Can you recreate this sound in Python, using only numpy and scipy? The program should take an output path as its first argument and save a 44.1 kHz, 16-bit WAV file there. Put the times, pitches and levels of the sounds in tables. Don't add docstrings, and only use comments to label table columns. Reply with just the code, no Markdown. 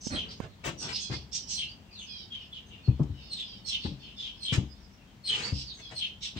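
import sys
import numpy as np
from scipy import signal
from scipy.fft import rfft, irfft, next_fast_len
from scipy.io import wavfile
from scipy.ndimage import map_coordinates

SR = 44100
rng = np.random.default_rng(int(sys.argv[2]) if len(sys.argv) > 2 else 0)


def transcribe(u):
    v = np.clip(np.atleast_2d(u).T, -1, 1)
    q = np.round(v * 32767).astype(np.int16)
    wavfile.write(sys.argv[1], SR, q)


N = 281799

# freq_hz, density_db (per Hz)
RUMBLE_SPECTRUM = [(20, -32.5), (30, -21), (42, 2), (60, 1.5), (130, -2.5), (170, -4.5), (200, 1),
                   (240, -7), (330, -11.5), (500, -18.5), (1000, -20.5), (2000, -68), (5000, -62)]
# freq_hz, density_db (per Hz)
HISS_SPECTRUM = [(200, -15.5), (700, 3.5), (2000, 2.5), (3100, 1), (6000, -5), (8000, -10.5),
                 (10500, -20.5), (15500, -13)]
# freq_hz, correlation (-1 to 1)
STEREO_LIKENESS = [(60, 0.92), (200, 0.93), (500, 0.67), (1000, 0.045), (10000, 0.12)]
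# freq_hz, t60_s
SHED_DECAY = [(100, 0.6), (500, 0.44), (1500, 0.16), (3000, 0.3), (6000, 0.29), (12000, 0.095)]

# start_s, level_db, dullness_s (softening time constant), pan_db
FINGER_BUMPS = [(0.068, -30.5, 0.00055, -20.5), (0.402, -25, 0.00018, -15.5)]
# start_s, length_s, level_db, tilt_db (per octave), pan_db
RUB_GESTURES = [(0.094, 0.11, -35, -6.5, -4.5), (.21, 0.14, -47.5, -6.5, 5.5),
                (0.402, 0.071, -42, -6, -5.5), (0.634, 0.081, -31.5, -3, 5), (0.641, 0.06, -40.5, 13, 3),
                (0.806, 0.11, -40.5, -4.5, 2.5), (0.875, 0.066, -38, -.5, 6), (1.099, 0.063, -38, -3.5, 3),
                (3.028, 0.011, -54, 3.5, 6), (3.844, 0.025, -29.5, -12, 5.5), (4.518, 0.051, -30, 1.5, 0),
                (5.275, 0.27, -38, -0.36, 5), (5.774, 0.047, -49.5, -2, 4), (5.898, 0.055, -44, -2.5, 3.5),
                (6.353, 0.036, -43.5, -3, 3)]
# freq_hz, density_db (per Hz)
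RUB_SPECTRUM = [(40, -6.5), (110, 4), (300, -4), (600, -5), (1400, -3), (2800, 0.5), (4500, -5.5),
                (6500, -9), (8200, -11), (10500, -46), (15000, -34)]
# centre_hz, width_hz, lift_db
RUB_RESONANCES = [(450, 62, 2.5), (855, 140, 2), (1410, 320, 2.5), (2030, 260, 1), (2546, 570, -0.5)]
# start_s, level_db, boom_hz, swell_s (stretched in steps), knock_db
FOOTSTEPS = [(1.098, -26.5, 129.4, 0.01, -11.5), (1.158, -36, 116, 0.01, -26),
             (2.877, -9.5, 122, 0.0094, -28), (2.995, -14, 141.4, 0.013, -17.5),
             (3.092, -30, 90.4, 0.015, -20.5), (3.848, -24.5, 165, 0.0037, -17.5),
             (3.907, -31.5, 151, 0.0095, -20), (4.522, -17.5, 132, 0.0043, -16.5),
             (4.574, -13.5, 114.5, 0.0063, -21), (4.621, -31, 128, 0.0052, -17),
             (5.52, -19, 105, 0.0072, -25.5), (6.361, -34, 102, 0.0073, -12.5)]
# freq_hz, level_db (varies by step), t60_s
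FLOOR_MODES = [(57.36, -10.5, 0.89), (70.15, 3.5, 0.39), (86.4, 11, 0.102), (116.6, -27, 0.27),
               (133.3, 1, 0.36), (158.9, -30, 0.19), (193.4, 4.5, 0.17), (232.2, -15, 0.34),
               (292, -5.5, 0.25), (367.6, -19.5, 0.12)]
# freq_hz, density_db (per Hz)
KNOCK_SPECTRUM = [(50, -7.5), (150, 6.5), (280, 8.5), (400, -1.5), (600, -12.5), (1100, -16.5),
                  (2000, -38.5), (5000, -50.5), (12000, -69)]

# freq_hz, gain_db
BIRD_CARRY = [(1000, -35.5), (2000, -5), (2500, -0.5), (2950, 2), (6200, -9), (7100, -13), (8200, -6),
              (9200, -19), (10500, -25.5), (15000, -11.5)]
# freq_hz, pan_db
BIRD_SHADE = [(2500, 1), (4000, 1), (5500, -9), (7000, 0.5), (8300, 14), (10000, -3)]
# start_s, length_s, start_pitch_hz, level_db
WARBLE_NOTES = [(0.792, 0.098, 900, -44), (0.984, 0.106, 872, -37), (1.103, 0.082, 880, -43.5),
                (2.055, 0.2, 859.4, -40.5), (2.388, 0.079, 925, -53.5), (3.155, 0.19, 771, -51),
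                (3.423, 0.19, 844, -47), (3.797, 0.12, 889, -48), (3.99, 0.09, 897, -49.5),
                (4.326, 0.13, 884, -53.5), (4.661, .18, 890, -69), (5.798, 0.11, 863, -45.5)]
# freq_hz, gain_db
BEAK_RESPONSE = [(1500, -16), (2500, -5), (3300, 9), (4200, 7), (5000, 13), (6000, -4.5), (7000, -70),
                 (8000, -15), (10000, -84)]
# start_s, length_s (before lead and fade), start_pitch_hz, level_db,
# scoop (share of pitch missing at the onset, 0-1), pan_db
RASP_NOTES = [(0.008, .093, 6224, -32, .06, 0), (0.286, 0.048, 4820, -39.5, .1, 1),
              (0.778, .095, 5856, -31, 0.01, 1), (0.924, 0.0744, 4956, -28.5, 0.02, -1),
              (0.998, 0.052, 6440, -31.5, 0, -4.5), (1.109, .06, 4810, -35.5, 0.02, -1.5),
              (1.321, 0.0635, 5934, -24.5, .2, -1), (1.477, .078, 6200, -24, .2, -1.5),
              (3.657, 0.066, 5650, -31, 0.05, 0), (3.807, .075, 4313, -38.5, 0.01, 3.5),
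              (4.162, .11, 5010, -45, 0, 1.5), (5.525, 0.11, 5140, -33.5, 0.01, 1.5),
              (6.21, .075, 3760, -35.5, .08, -4), (6.212, 0.0606, 5730, -32.5, .05, 5),
              (6.359, .045, 3700, -39.5, 0.1, 0)]
# start_s, length_s (before lead and fade), start_pitch_hz, level_db, pan_db
CHIRP_NOTES = [(2.307, 0.076, 3320, -40, 1.5), (2.387, 0.055, 3156, -46, -1),
               (2.523, .065, 3400, -39.5, -1.5), (2.685, 0.091, 3116, -50.5, 2),
               (4.002, .125, 3168, -46.5, 1), (4.165, .145, 3533, -36.5, 3), (5.062, 0.094, 3260, -66, 0)]
# start_s, length_s (before lead and fade), start_hz, end_hz, level_db, pan_db
WHISTLE_NOTES = [(0.357, 0.077, 6450, 6670, -50.5, -1), (1.678, 0.052, 4460, 4830, -43.5, 2.5),
                 (1.91, 0.069, 4810, 4000, -44, 2), (1.964, 0.093, 3874, 2620, -43, -0.5),
                 (1.978, 0.08, 6750, 6100, -44.5, -1.5), (2.664, .04, 6140, 6530, -53.5, 0.5),
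                 (2.839, 0.043, 4425, 4216, -45, -2.5), (3.141, .11, 3000, 2540, -56, 3.5),
                 (4.528, 0.044, 6400, 6300, -46.5, -15), (4.688, 0.048, 5050, 4900, -52.5, -5.5),
                 (4.824, .045, 5110, 4790, -59.5, -7), (5.425, .062, 4396, 4760, -31, -5),
                 (5.651, 0.084, 4930, 3594, -38, -1.5), (5.73, 0.086, 6650, 6140, -46, -2)]
# start_s, break_s (after start),
# hoarse_hz, whistle_db, hoarse_db, whistle_flutter_hz, pan_db
CHEEP_NOTES = [(0.108, .042, 3314, -35, -33.5, 110.5, -0.5), (1.54, 0.032, 3260, -32, -33, 85.4, -1.5),
               (3.298, .051, 3675, -35.5, -34.5, 191, 0), (3.65, 0.043, 3335, -33, -32, 79.3, -2),
               (4.405, .038, 3387, -33, -32, 69.3, 2), (5.243, .032, 3264, -28.5, -28, 75.2, -0.5),
               (5.949, 0.041, 3315, -31, -34, 63, -1.5)]
# pitch_hz, octave_db
OVERTONE = [(3000, -15.5), (3800, -13), (4500, -27), (5200, -28), (6000, -46)]

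CHEEP_HZ, CHEEP_FALL, CHEEP_S, CHEEP_OCTAVE_DB = 4309, 0.94, 0.0618, -10.5
BREAK_FALL, BREAK_S = 0.9, 0.088
WHISTLE_FLUTTER_HZ, CHIRP_FLUTTER_HZ, RASP_FLUTTER_HZ = 55.3, 259.5, 823
GLIDE_FLUTTER = 0.1
LEAD_S = 0.009
RASP_FALL = 0.96
SCOOP_S = 0.013
SHEATH = 1.43
WARBLE_SAG, WARBLE_SAG_PER_S = 0.05, 0.55
WARBLE_DRIFT, WARBLE_JITTER = 0.008, 0.032
WARBLE_PAN_DB = -2
FLOCK_DB, FLOCK_SPREAD_DB = -71.5, 10.5
TOP_HZ = 15800


def amp(db):
    return 10 ** (np.asarray(db) / 20)


def unit(x):
    return x / np.sqrt(np.mean(x ** 2) + 1e-20)


def along(points, hz):
    f, v = np.transpose(points)
    return np.interp(np.log(hz + 1), np.log(f + 1), v)


def wobble(rate, n):
    knots = rng.standard_normal(int(n * rate / SR) + 4)
    return map_coordinates(knots, [np.arange(n) * rate / SR])


def filtered(x, response):
    n = x.shape[-1]
    m = next_fast_len(n + 4096, True)
    return irfft(rfft(x, m) * response(np.fft.rfftfreq(m, 1 / SR)), m)[..., :n]


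def add(track, s, sound):
    part = track[..., max(round(s * SR), 0):][..., :sound.shape[-1]]
    part += sound[..., :part.shape[-1]]


def sides(pan_db):
    return amp([[pan_db / 2], [-pan_db / 2]])


def arch(length, skew, fullness):
    u = np.linspace(0, 1, max(int(length * SR), 64))
    return u, np.abs(np.sin(np.pi * u ** skew)) ** fullness


def diffuse(n):
    m = next_fast_len(n, True)
    alike = np.clip(along(STEREO_LIKENESS, np.fft.rfftfreq(m, 1 / SR)), -1, 1)
    shares = np.sqrt([(1 + alike) / 2, (1 - alike) / 2])
    mid, side = irfft(rfft(rng.standard_normal((2, m))) * shares, m)[:, :n]
    return np.array([mid + side, mid - side])


def in_shed(x, pan_db, wet_db, walls_db):
    n = SR // 4
    noise = diffuse(n)
    hz, t, z = signal.stft(noise, SR, nperseg=256)
    decay = amp(-60 * t / along(SHED_DECAY, hz)[:, None])
    tail = signal.istft(z * decay, SR, nperseg=256)[1][:, :n]
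    walls = noise[:, ::-1] * amp(-60 * np.arange(n) / SR / 0.064)
    echo = (amp(wet_db) * unit(tail) + amp(walls_db) * unit(walls)) / np.sqrt(n)
    late = (np.clip([-pan_db, pan_db], 0, 6) * SR / 15000).astype(int)
    echo[[0, 1], late] += 1
    return signal.fftconvolve(x[None], echo, axes=1) / np.sqrt(1 + amp(2 * wet_db) + amp(2 * walls_db))


def garden():
    rumble = unit(filtered(diffuse(N), lambda hz: amp(along(RUMBLE_SPECTRUM, hz))))
    hiss = unit(filtered(diffuse(N), lambda hz: amp(along(HISS_SPECTRUM, hz))))
    waver = amp(0.8 * wobble(2, N) + 0.8 * wobble(9, N))
    return amp(-54.0) * rumble * waver * sides(4.1) + amp(-63.0) * hiss * sides(1.7)


def bumps():
    out, t = np.zeros((2, N)), np.arange(SR // 10) / SR
    for s, db, dull_s, pan_db in FINGER_BUMPS:
        push = np.exp(-t / 0.002) * np.cos(2 * np.pi * 170 * t)
        tick = rng.standard_normal(len(t)) * np.exp(-t / 0.0047)
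        keep = np.exp(-1 / (SR * dull_s))
        soft = [1 - keep], [1, -keep]
        bump = signal.lfilter(*soft, signal.lfilter(*soft, push + 1.57 * tick))
        add(out, s, amp(db) * sides(pan_db) * bump / np.abs(bump).max())
    return out


def resonance_db(hz):
    return sum(db / (1 + (2 * (hz - centre) / width) ** 2) for centre, width, db in RUB_RESONANCES)


def rubs():
    out = np.zeros((2, N))
    for s, length, db, tilt_db, pan_db in RUB_GESTURES:
        u, swell = arch(length, skew=0.9, fullness=0.95)
        clumps_db = 4.5 * wobble(900, len(u)) + 1.5 * wobble(110, len(u))
        slips = rng.standard_normal(len(u)) * amp(clumps_db / (1 + length / 0.15))

        def colour(hz):
            tilt = tilt_db * np.log2(hz / 1000 + 0.29)
            return amp(along(RUB_SPECTRUM, hz) + resonance_db(hz) + tilt)

        rub = unit(filtered(slips, colour)) * swell
        add(out, s, amp(db) * sides(pan_db) * in_shed(rub, pan_db, wet_db=-2.0, walls_db=5.0))
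    return out


def floor_ring(t):
    ring = np.zeros(len(t))
    for hz, level_db, t60 in FLOOR_MODES:
        decay = amp(level_db + rng.normal(0, 2.46) - 60 * t / t60)
        ring += decay * np.sin(2 * np.pi * (hz * t + rng.random()))
    return ring * (1 - np.exp(-t / 0.015))


def steps():
    out, t = np.zeros((2, N)), np.arange(SR // 2) / SR
    for s, db, boom_hz, swell_s, knock_db in FOOTSTEPS:
        u = t / (1.37 * swell_s)
        push = (u * np.exp(1 - u)) ** 2.8 * np.sin(2 * np.pi * boom_hz * t)
        ring_db = np.clip(-13 - 0.4 * (db + 18), -30, -9)
        ring = amp(ring_db) * floor_ring(t)
        knock = unit(filtered(diffuse(len(t)), lambda hz: amp(along(KNOCK_SPECTRUM, hz))))
        knock = knock * amp(knock_db + 7.5 - 60 * t / 0.2124) * (1 - np.exp(-t / 0.0011))
        add(out, s, amp(db - 2.5) * (push + ring + knock))
    return out * sides(5.0)


def syllable(length, start_hz, end_hz, rasp_hz, octave_db, sheath=1, scoop=0):
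    u, swell = arch(length, skew=1, fullness=1.2)
    onset = np.exp(-u * length / SCOOP_S)
    flutter = rasp_hz * wobble(6.5 * rasp_hz + 1, len(u)) * (0.75 + 0.4 * u) * (1 - 0.7 * onset)
    glide = start_hz + (end_hz - start_hz) * (0.5 - 0.5 * np.cos(np.pi * u))
    glide = glide * (1 - scoop * onset)
    phase = 2 * np.pi * np.cumsum(glide + flutter) / SR
    voice = np.sin(phase) + amp(octave_db) * (np.sin(2 * phase) + amp(-13) * np.sin(3 * phase))
    jitter = 1000 * wobble(5000, len(u))
    hoarse = np.sin(2 * np.pi * np.cumsum(1.15 * glide + jitter) / SR) * (0.12 + 0.3 * u)
    tremble = amp(3 * wobble(200, len(u)))
    return unit((voice + sheath * hoarse) * tremble) * swell


def note(length, db, pan_db, *voice, **colour):
    sound = syllable(length + 2 * LEAD_S, *voice, **colour)
    return amp(db) * sides(pan_db) * in_shed(sound, pan_db, wet_db=2.5, walls_db=2.5)


def flock():
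    dry_flock = np.zeros(N)
    for when, span, pitch, glide, size in rng.random((110, 5)):
        hz = 2800 * 2 ** (1.1 * pitch ** 2)
        end_hz = hz * (0.85 + 0.22 * glide)
        twitter = syllable(0.073 + 0.078 * span, hz, end_hz, 221.8, -27.0)
        add(dry_flock, when * N / SR, amp(FLOCK_DB + FLOCK_SPREAD_DB * size) * twitter)
    return in_shed(dry_flock, pan_db=-1.5, wet_db=6.5, walls_db=2.5)[:, :N]


def warble(length, start_hz, end_hz):
    u, swell = arch(length, skew=0.9, fullness=0.8)
    unsteady = WARBLE_DRIFT * wobble(35, len(u)) + WARBLE_JITTER * wobble(1800, len(u))
    pitch = (start_hz + (end_hz - start_hz) * u ** 1.6) * (1 + unsteady)
    k = np.arange(2, 12)[:, None]
    drift_db = 2.5 * np.array([wobble(35, len(u)) for _ in k])
    gains = amp(along(BEAK_RESPONSE, k * pitch) + drift_db)
    harmonics = gains * np.sin(2 * np.pi * k * np.cumsum(pitch) / SR)
    return unit(np.sum(harmonics, axis=0)) * swell


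def warbles():
    out = np.zeros((2, N))
    for s, length, hz, db in WARBLE_NOTES:
        voice = warble(length, hz, hz * (1 - WARBLE_SAG - WARBLE_SAG_PER_S * length))
        add(out, s, amp(db) * in_shed(voice, WARBLE_PAN_DB, wet_db=4.5, walls_db=-1.5))
    return out * sides(WARBLE_PAN_DB)


def chatter():
    out = np.zeros((2, N))
    for s, length, hz, db, scoop, pan_db in RASP_NOTES:
        rasp = note(length, db, pan_db, hz, hz * RASP_FALL, RASP_FLUTTER_HZ,
                    along(OVERTONE, hz), scoop=scoop)
        add(out, s - LEAD_S, rasp)
    for s, length, hz, db, pan_db in CHIRP_NOTES:
        chirp = note(length, db, pan_db, hz, hz * BREAK_FALL, CHIRP_FLUTTER_HZ,
                     along(OVERTONE, hz) - 3, sheath=SHEATH)
        add(out, s - LEAD_S, chirp)
    for s, length, start_hz, end_hz, db, pan_db in WHISTLE_NOTES:
        flutter_hz = WHISTLE_FLUTTER_HZ + GLIDE_FLUTTER * abs(end_hz - start_hz)
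        whistle = note(length, db, pan_db, start_hz, end_hz, flutter_hz,
                       along(OVERTONE, start_hz) - 8, sheath=0.9)
        add(out, s - LEAD_S, whistle)
    return out


def cheeps():
    out = np.zeros((2, N))
    for s, break_s, hz, whistle_db, hoarse_db, flutter_hz, pan_db in CHEEP_NOTES:
        whistle = note(CHEEP_S, whistle_db, pan_db, CHEEP_HZ, CHEEP_HZ * CHEEP_FALL, flutter_hz,
                       CHEEP_OCTAVE_DB, sheath=SHEATH)
        hoarse = note(BREAK_S, hoarse_db, pan_db, hz, hz * BREAK_FALL, CHIRP_FLUTTER_HZ,
                      along(OVERTONE, hz), sheath=SHEATH)
        add(out, s - LEAD_S, whistle)
        add(out, s + break_s - LEAD_S, hoarse)
    return out


def birds():
    calls = flock() + warbles() + chatter() + cheeps()
    halves = [0.5, -0.5]
    return filtered(calls, lambda hz: amp(along(BIRD_CARRY, hz) + np.outer(halves, along(BIRD_SHADE, hz))))


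def scene():
    return garden() + bumps() + rubs() + steps() + birds()


def record(dry):
    highpass = signal.butter(3, 42, "highpass", fs=SR, output="sos")
    thinned = signal.sosfilt(highpass, dry)
    return filtered(thinned, lambda hz: hz < TOP_HZ)


dry = scene()
out = record(dry)
transcribe(out)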